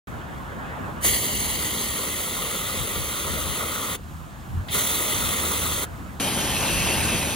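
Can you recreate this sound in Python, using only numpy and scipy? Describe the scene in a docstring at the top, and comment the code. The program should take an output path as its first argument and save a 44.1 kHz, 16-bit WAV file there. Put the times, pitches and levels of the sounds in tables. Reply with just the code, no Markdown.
"""Outdoors beside a car, with far traffic and a low rumble behind and puffs of air on the microphone.
An air-driven foam gun sprays twice into an open palm: the nozzle hisses, the gap between nozzle and
hand colours the jet, and foam lands with a soft rush. A soft thud falls between the bursts and a low
hum comes up. Then the jet plays along the car's side. Two close-set microphone ports hear it all."""
import sys
import numpy as np
from scipy import signal
from scipy.fft import rfft, irfft
from scipy.io import wavfile
from scipy.ndimage import uniform_filter1d

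SR = 44100
rng = np.random.default_rng(int(sys.argv[2]) if len(sys.argv) > 2 else 0)


def put_to_file(sound):
    """Save the sound as 16-bit audio at rate SR, in the file named by the first command-line argument."""
    columns = np.atleast_2d(sound).T  # one column per channel
    safe = np.clip(columns, -1, 1)
    whole_steps = np.round(safe * 32767)
    wavfile.write(sys.argv[1], SR, whole_steps.astype(np.int16))


N = 324135
TIME = np.arange(N) / SR
FRAME, HOP = 1024, 256
FRAME_S = np.arange(N // HOP + 5) * HOP / SR
BIN_HZ, FULL_HZ = np.fft.rfftfreq(FRAME, 1 / SR), np.fft.rfftfreq(N, 1 / SR)
LEAD_S, CAR_LEAD_S = .000236, -.00014  # how much sooner the left port hears: hand and street, car


def amp(db):
    """Decibels to gain."""
    return 10 ** (np.asarray(db) / 20)


def unit_rms(x):
    """Scales to rms 1."""
    return x / np.sqrt(np.mean(x ** 2) + 1e-20)


def hump(at, half_s, t=TIME):
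    """A smooth rise and fall, 1 at its top."""
    return np.exp(-((t - at) / half_s) ** 2)


def bell(hz, width_hz):
    """The shape of a resonance, 1 at its centre."""
    return 1 / (1 + (2 * (BIN_HZ - hz) / width_hz) ** 2)


def over_time(rows, t=TIME):
    """An automation curve, read at times t."""
    return np.interp(t, *np.transpose(rows))


def over_hz(rows, hz=BIN_HZ):
    """The columns of a spectrum table, joined on a log-frequency axis."""
    points_hz, *columns = np.transpose(rows)
    return [np.interp(np.log(hz + 1), np.log(points_hz + 1), column) for column in columns]


def waver(rate_hz):
    """A random wobble of rms 1, with little above the given rate."""
    return unit_rms(irfft(rfft(rng.standard_normal(N)) / (1 + (FULL_HZ / rate_hz) ** 4), N))


def turbulence(colour_db, ports, lead_s, eddy_db):
    """Coloured air noise with drifting eddies at the two ports; the mid signal has rms 1."""
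    left_re, left_im, apart_re, apart_im, eddies = rng.standard_normal((5, len(FRAME_S), len(BIN_HZ)))
    eddies = uniform_filter1d(eddies, size=8, axis=0)
    eddies = unit_rms(uniform_filter1d(eddies, size=10, axis=1))
    balance_db, likeness, phase = over_hz(ports)
    likeness = np.clip(likeness, 0, 1)
    lead = phase + 2 * np.pi * BIN_HZ * lead_s  # the delay between the ports combs their sum
    left, apart = left_re + 1j * left_im, apart_re + 1j * apart_im
    right = (likeness * left + np.sqrt(1 - likeness ** 2) * apart) * np.exp(-1j * lead)
    spectra = np.array([left * amp(balance_db / 2), right * amp(-balance_db / 2)])
    spectra *= amp(colour_db + eddy_db * eddies)
    noise = signal.istft(spectra.transpose(0, 2, 1), nperseg=FRAME, noverlap=FRAME - HOP)[1][:, :N]
    return noise / noise.mean(0).std()


def low_noise(spectrum, likeness):
    """Coloured bass noise; likeness runs from 0 (unrelated ports) to 1 (mono)."""
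    colour = amp(over_hz(spectrum, FULL_HZ)[0])
    mid, side = unit_rms(irfft(rfft(rng.standard_normal((2, N))) * (colour - colour.min()), N))
    side *= np.sqrt((1 - likeness) / (1 + likeness))
    return np.array([mid + side, mid - side])


# The colours of far traffic, open air and rumble. Each row: frequency in Hz, relative level in dB.
TRAFFIC_COLOUR = [(100, -11.5), (200, 0.5), (450, -9.5), (700, -6.5), (1150, -7), (1700, -10),
                  (2300, -21.5), (3500, -25), (6000, -65)]
AIR_COLOUR = [(600, -25), (1500, -4), (2600, -1), (3800, -4), (5500, -9), (7500, -4), (9000, -7),
              (12500, -14), (15700, -11)]
RUMBLE_COLOUR = [(15, -35.5), (25, -22), (36, -7), (50, -0.5), (80, 3), (120, -1.5), (190, -4.5),
                 (300, -15), (500, -31.5)]
# The street's stereo image. Each row: frequency in Hz, left minus right in dB, likeness from 0 to 1,
# extra left lead in radians.
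STREET_IMAGE = [(300, 2.5, 0.6, -1.2), (880, -2.5, 0.18, -1.7), (1710, -2.5, 0.45, 1),
                (3500, -1.5, 0.81, -5.5), (5830, 0, 0.38, -7), (6800, -6, 0.84, -9), (8400, 1, 1, -18)]
# Swells over the bed. Each row: peak time and half length in seconds, traffic and rumble levels in dB.
STREET_SWELLS = [(.25, 0.54, -40, -48), (.78, 0.24, -36.3, -59), (1.4, .4, -45, -39.5),
                 (5.35, .7, -41.5, -39), (6.95, .38, -52, -32.8)]


def street(traffic_db=-47.5, rumble_db=-40, air_db=-56):
    """Far traffic swells and fades over a lumpy rumble and the faint steady hiss of open air."""
    bed_power = amp([[traffic_db], [rumble_db]]) ** 2
    swell_power = sum(amp(db)[:, None] ** 2 * hump(at, half_s) for at, half_s, *db in STREET_SWELLS)
    traffic_gain, rumble_gain = np.sqrt(bed_power + swell_power)
    traffic = turbulence(over_hz(TRAFFIC_COLOUR)[0], STREET_IMAGE, LEAD_S, eddy_db=2.1) * traffic_gain
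    air = turbulence(over_hz(AIR_COLOUR)[0], STREET_IMAGE, LEAD_S, eddy_db=0.8) * amp(air_db)
    rumble = low_noise(RUMBLE_COLOUR, likeness=0.75) * rumble_gain * amp(1.6 * waver(rate_hz=4.4))
    return traffic + air + rumble


# Puffs of air. Each row: peak time in seconds, left level in dB, half length in seconds,
# right minus left in dB.
PUFFS = [(.13, -36.5, .05, -2), (1.095, -37, 0.036, 1), (2.82, -34, .05, -16), (3.002, -32, 0.036, -12),
         (3.342, -32.5, 0.057, -21), (3.485, -32, 0.047, -12), (4.56, -32, 0.055, -3),
         (5.25, -37, 0.064, -14), (6.553, -43, 0.057, -12)]
# Their bassy colour. Each row: frequency in Hz, relative level in dB.
PUFF_COLOUR = [(20, -31.5), (45, -1), (85, 4), (170, -5), (350, -30.5)]


def gusts():
    """Air buffets each port separately in short low puffs; the left mostly catches more."""
    strength = sum(amp([[db], [db + right_db]]) * hump(at, half_s) for at, db, half_s, right_db in PUFFS)
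    return low_noise(PUFF_COLOUR, likeness=0) * strength


# Trigger pulls. Each row: start, release and opening time in seconds, settled levels of hiss, gap and
# landing foam in dB, surge of stored air in dB.
TRIGGER_PULLS = [(1.007, 3.955, 0.046, -34.5, -36, -36, 9.5), (4.672, 5.842, .068, -32.7, -34.6, -34.4, 1)]


def air_flow(cracked_db=-33, shut_db_per_s=1250, surge_s=0.072, sag_db=5.5, sag_s=0.94):
    """Gains of hiss, gap and foam: the valve opens, a surge blows off, pressure sags, the valve shuts."""
    follows = np.array([[1], [0.64], [0.11]])  # each layer's share of the extra pressure
    gains = np.zeros((3, N))
    for start, release, opening_s, *settled_db, surge_db in TRIGGER_PULLS:
        opened = np.clip((TIME - start) / opening_s, 0, 1)
        valve_db = cracked_db * (1 - opened) ** 1.18 - shut_db_per_s * np.maximum(TIME - release, 0)
        age = np.maximum(TIME - start - opening_s, 0)
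        pressure_db = surge_db * np.exp(-age / surge_s) + sag_db * np.exp(-age / sag_s)
        gains += (TIME > start) * amp(settled_db)[:, None] * amp(valve_db + follows * pressure_db)
    return gains


# The jet's three layers: bright nozzle hiss, ringing gap, soft landing foam. Each row: frequency in Hz,
# relative level in dB on the bare palm, the same on heaped foam.
HISS_COLOUR = [(4750, -40, -37), (5300, -17, -10.5), (6410, 1, 0), (7100, -4, -6), (8270, 0, 2),
               (9400, 3, 1.2), (10070, -2, -4.5), (10760, 0, 2), (11600, -6.5, -6.5), (12800, -2, -4),
               (14150, -3.5, -3), (14900, 0, -2.5), (15800, -17, -5)]
GAP_COLOUR = [(1450, -45, -43), (1704, -10, -7.5), (1820, -0.5, -1.5), (2050, 1, .5), (2330, -4.5, -5),
              (2500, -15, -4), (2720, -4, -4.5), (2970, 0, -5), (3250, -0.5, -0.6), (3570, -7, 0),
              (3960, -5, -3.5), (4560, -3.5, -8), (5170, -12, -16.5), (5900, -40, -36)]
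LANDING_COLOUR = [(89, -38, -36), (186, 1, -0.5), (340, -2.5, -4), (566, -3.5, -2.5), (750, -11, -10.5),
                  (1000, -5.5, -6), (1230, -10, -1), (1480, -12.5, -3), (1580, -14, -9), (1890, -40, -31)]
# The stereo image at the hand, laid out like STREET_IMAGE.
HAND_IMAGE = [(200, -1.5, 1, -0.8), (504, 7.5, 0.89, -0.5), (895, -10, 0.62, -1.8), (1200, 1, 0.85, -1.05),
              (1646, 0.5, 1, 0.15), (2070, -4.5, 0.54, -1.87), (2380, 3.5, 0.7, -1.4), (2970, 7, 0.4, -2.5),
              (3150, 1, 1, -5), (4160, -0.1, 0.96, -5.98), (5430, 5, 0.4, -6), (6120, -5, 0.82, -7),
              (7080, -1.5, 0.46, -9.5), (8350, -0.4, 1, -9.5)]
# The nozzle spits: mostly slugs of foam, but at the restart a puff of air through the empty nozzle as the valve
# catches. Each row: start in seconds, level in the gap in dB, on the palm in dB.
NOZZLE_SPITS = [(1.046, -42, -28), (1.134, -36, -50), (3.61, -53, -39), (4.685, -34.5, -66),
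                (4.745, -37, -36)]


def spray_on_hand(heap_start=1.36, heap_s=.8, spit_t60=0.12):
    """One air flow drives hiss, gap and landing foam; their colour shifts as the palm fills."""
    hiss_flow, gap_flow, foam_flow = air_flow()
    fill = 1 - np.exp(-np.maximum(FRAME_S - heap_start, 0) / heap_s)[:, None]

    def layer(colour, eddy_db, lift_db=0):
        bare_db, heap_db = over_hz(colour)
        return turbulence(bare_db + fill * (heap_db - bare_db) + lift_db, HAND_IMAGE, LEAD_S, eddy_db)

    gap_spits, palm_spits = sum((TIME > at) * amp(db)[:, None] * amp(-60 * abs(TIME - at) / spit_t60)
                                for at, *db in NOZZLE_SPITS)
    hiss = layer(HISS_COLOUR, eddy_db=1.33) * hiss_flow
    gap = layer(GAP_COLOUR, eddy_db=1.53) * (gap_flow + gap_spits)
    heaving = amp(0.57 * waver(rate_hz=23))  # the heap gives way in lumps
    # The jet digs a cup in the foam, which resonates.
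    cup_db = 5 * hump(at=3.7, half_s=.35, t=FRAME_S)[:, None] * bell(hz=1280, width_hz=340)
    landing = layer(LANDING_COLOUR, eddy_db=1.7, lift_db=cup_db) * (foam_flow * heaving + palm_spits)
    sputter_db = 0.46 + 1.15 * hiss_flow / hiss_flow.max()  # foam leaves in slugs, roughest at full blast
    return amp(sputter_db * waver(rate_hz=77)) * (hiss + gap + landing)


def wobbly_tone(hz, wobble, rate_hz):
    """A sine of rms 1 whose pitch wanders by the fraction wobble."""
    cycles = np.cumsum(hz * (1 + wobble * waver(rate_hz))) / SR
    return unit_rms(np.sin(2 * np.pi * cycles))


def thud(start=4.535, attack_s=.02, hold_s=0.05, decay_db_per_s=330, level_db=-27):
    """A soft thud between the pulls: a few uneven low swings that swell and die."""
    swings = wobbly_tone(hz=82, wobble=0.161, rate_hz=46) * amp(3.4 * waver(rate_hz=62))
    age = TIME - start
    decay_db = decay_db_per_s * np.maximum(age - attack_s - hold_s, 0)
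    return swings * np.clip(age / attack_s, 0, 1) * amp(level_db - decay_db)


def hum(start=4.7, rise_s=.3, steady_db=-45, swell_db=7.5):
    """A wavering low tone, like a far engine, fades in and swells once."""
    tone = wobbly_tone(hz=78, wobble=0.0357, rate_hz=6.7)
    level_db = steady_db + swell_db * hump(at=5.61, half_s=0.27) + 2.2 * waver(rate_hz=6.5)
    return tone * np.clip((TIME - start) / rise_s, 0, 1) * amp(level_db)


# The colour of the spray on the panels. Each row: frequency in Hz, relative level in dB.
PANEL_COLOUR = [(25, -17.2), (50, -1.9), (80, 2.5), (190, -1), (420, -9), (900, -9), (1350, -14.5),
                (2300, -13.5), (3700, -14.1), (5300, -19), (6900, -14.5), (9300, -14.5), (11500, -18.5),
                (15700, -27)]
# The stereo image at the car, laid out like STREET_IMAGE.
CAR_IMAGE = [(150, 0, 0.99, -0.5), (700, 1.7, 0.71, 1.25), (1500, 2.2, 0.78, 1.14), (2600, -1, 0.92, 2.5),
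             (3970, 0.8, 0.82, 4.5), (5550, 5, 0.45, 5.5), (6870, 2.5, 1, 3), (7440, -0.0, 0.99, 3.5)]
# The jet's level along the car. Each row: time in seconds, level in dB.
JET_FADER = [(6.2, -28.3), (6.5, -28.2), (6.85, -27), (7.15, -28), (7.35, -31)]
# A hollow resonance that moves with the gun's angle. Each row: time in seconds, pitch in Hz.
HOLLOW_GLIDE = [(6.2, 2430), (6.4, 2460), (6.6, 2660), (6.8, 2670), (6.95, 2770), (7.15, 2600),
                (7.35, 2560)]


def spray_on_car(start=6.199, swing_at=6.56, swing_s=.09, rush_db=-1.7):
    """The jet rushes over the panels; a thin whistle gives way to a hollow resonance as the gun swings."""
    swing = .5 + .5 * np.tanh((FRAME_S[:, None] - swing_at) / swing_s)
    hollow_hz = over_time(HOLLOW_GLIDE, FRAME_S)[:, None]
    width_hz = 270 + .9 * (hollow_hz - 2630)  # wider as it rises
    hollow_db = np.interp(swing, (0, 1), (3.5, 9)) * bell(hollow_hz, width_hz)
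    whistle_db = np.interp(swing, (0, 1), (8.5, 4.5)) * bell(hz=3140, width_hz=160)
    colour_db = over_hz(PANEL_COLOUR)[0] + hollow_db + whistle_db
    jet_share = 1 / (1 + (1350 / (BIN_HZ + 1)) ** 8)  # power crossover: jet above, panel rush below
    rush_share = (1 - jet_share) / (1 + (160 / (BIN_HZ + 1)) ** 4)
    jet = turbulence(colour_db + 10 * np.log10(jet_share + 1e-12), CAR_IMAGE, CAR_LEAD_S, eddy_db=1.6)
    rush = turbulence(colour_db + 10 * np.log10(rush_share + 1e-12), CAR_IMAGE, CAR_LEAD_S, eddy_db=1.5)
    sputter = amp(.5 * waver(rate_hz=44))
    return (TIME > start) * sputter * amp(over_time(JET_FADER)) * (jet + rush * amp(rush_db))


def scene():
    """The gun close by, the street behind."""
    return spray_on_hand() + spray_on_car() + street() + gusts() + thud() + hum()


def record(dry):
    """The sound cuts in after an instant of silence, through a steep high cut."""
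    start_s, cutoff_hz = .072, 15850
    high_cut = signal.firwin(1023, cutoff_hz, window=("kaiser", 9), fs=SR)
    return signal.oaconvolve(dry * (TIME > start_s), high_cut[None], "same", axes=1)


dry = scene()
out = record(dry)
put_to_file(out)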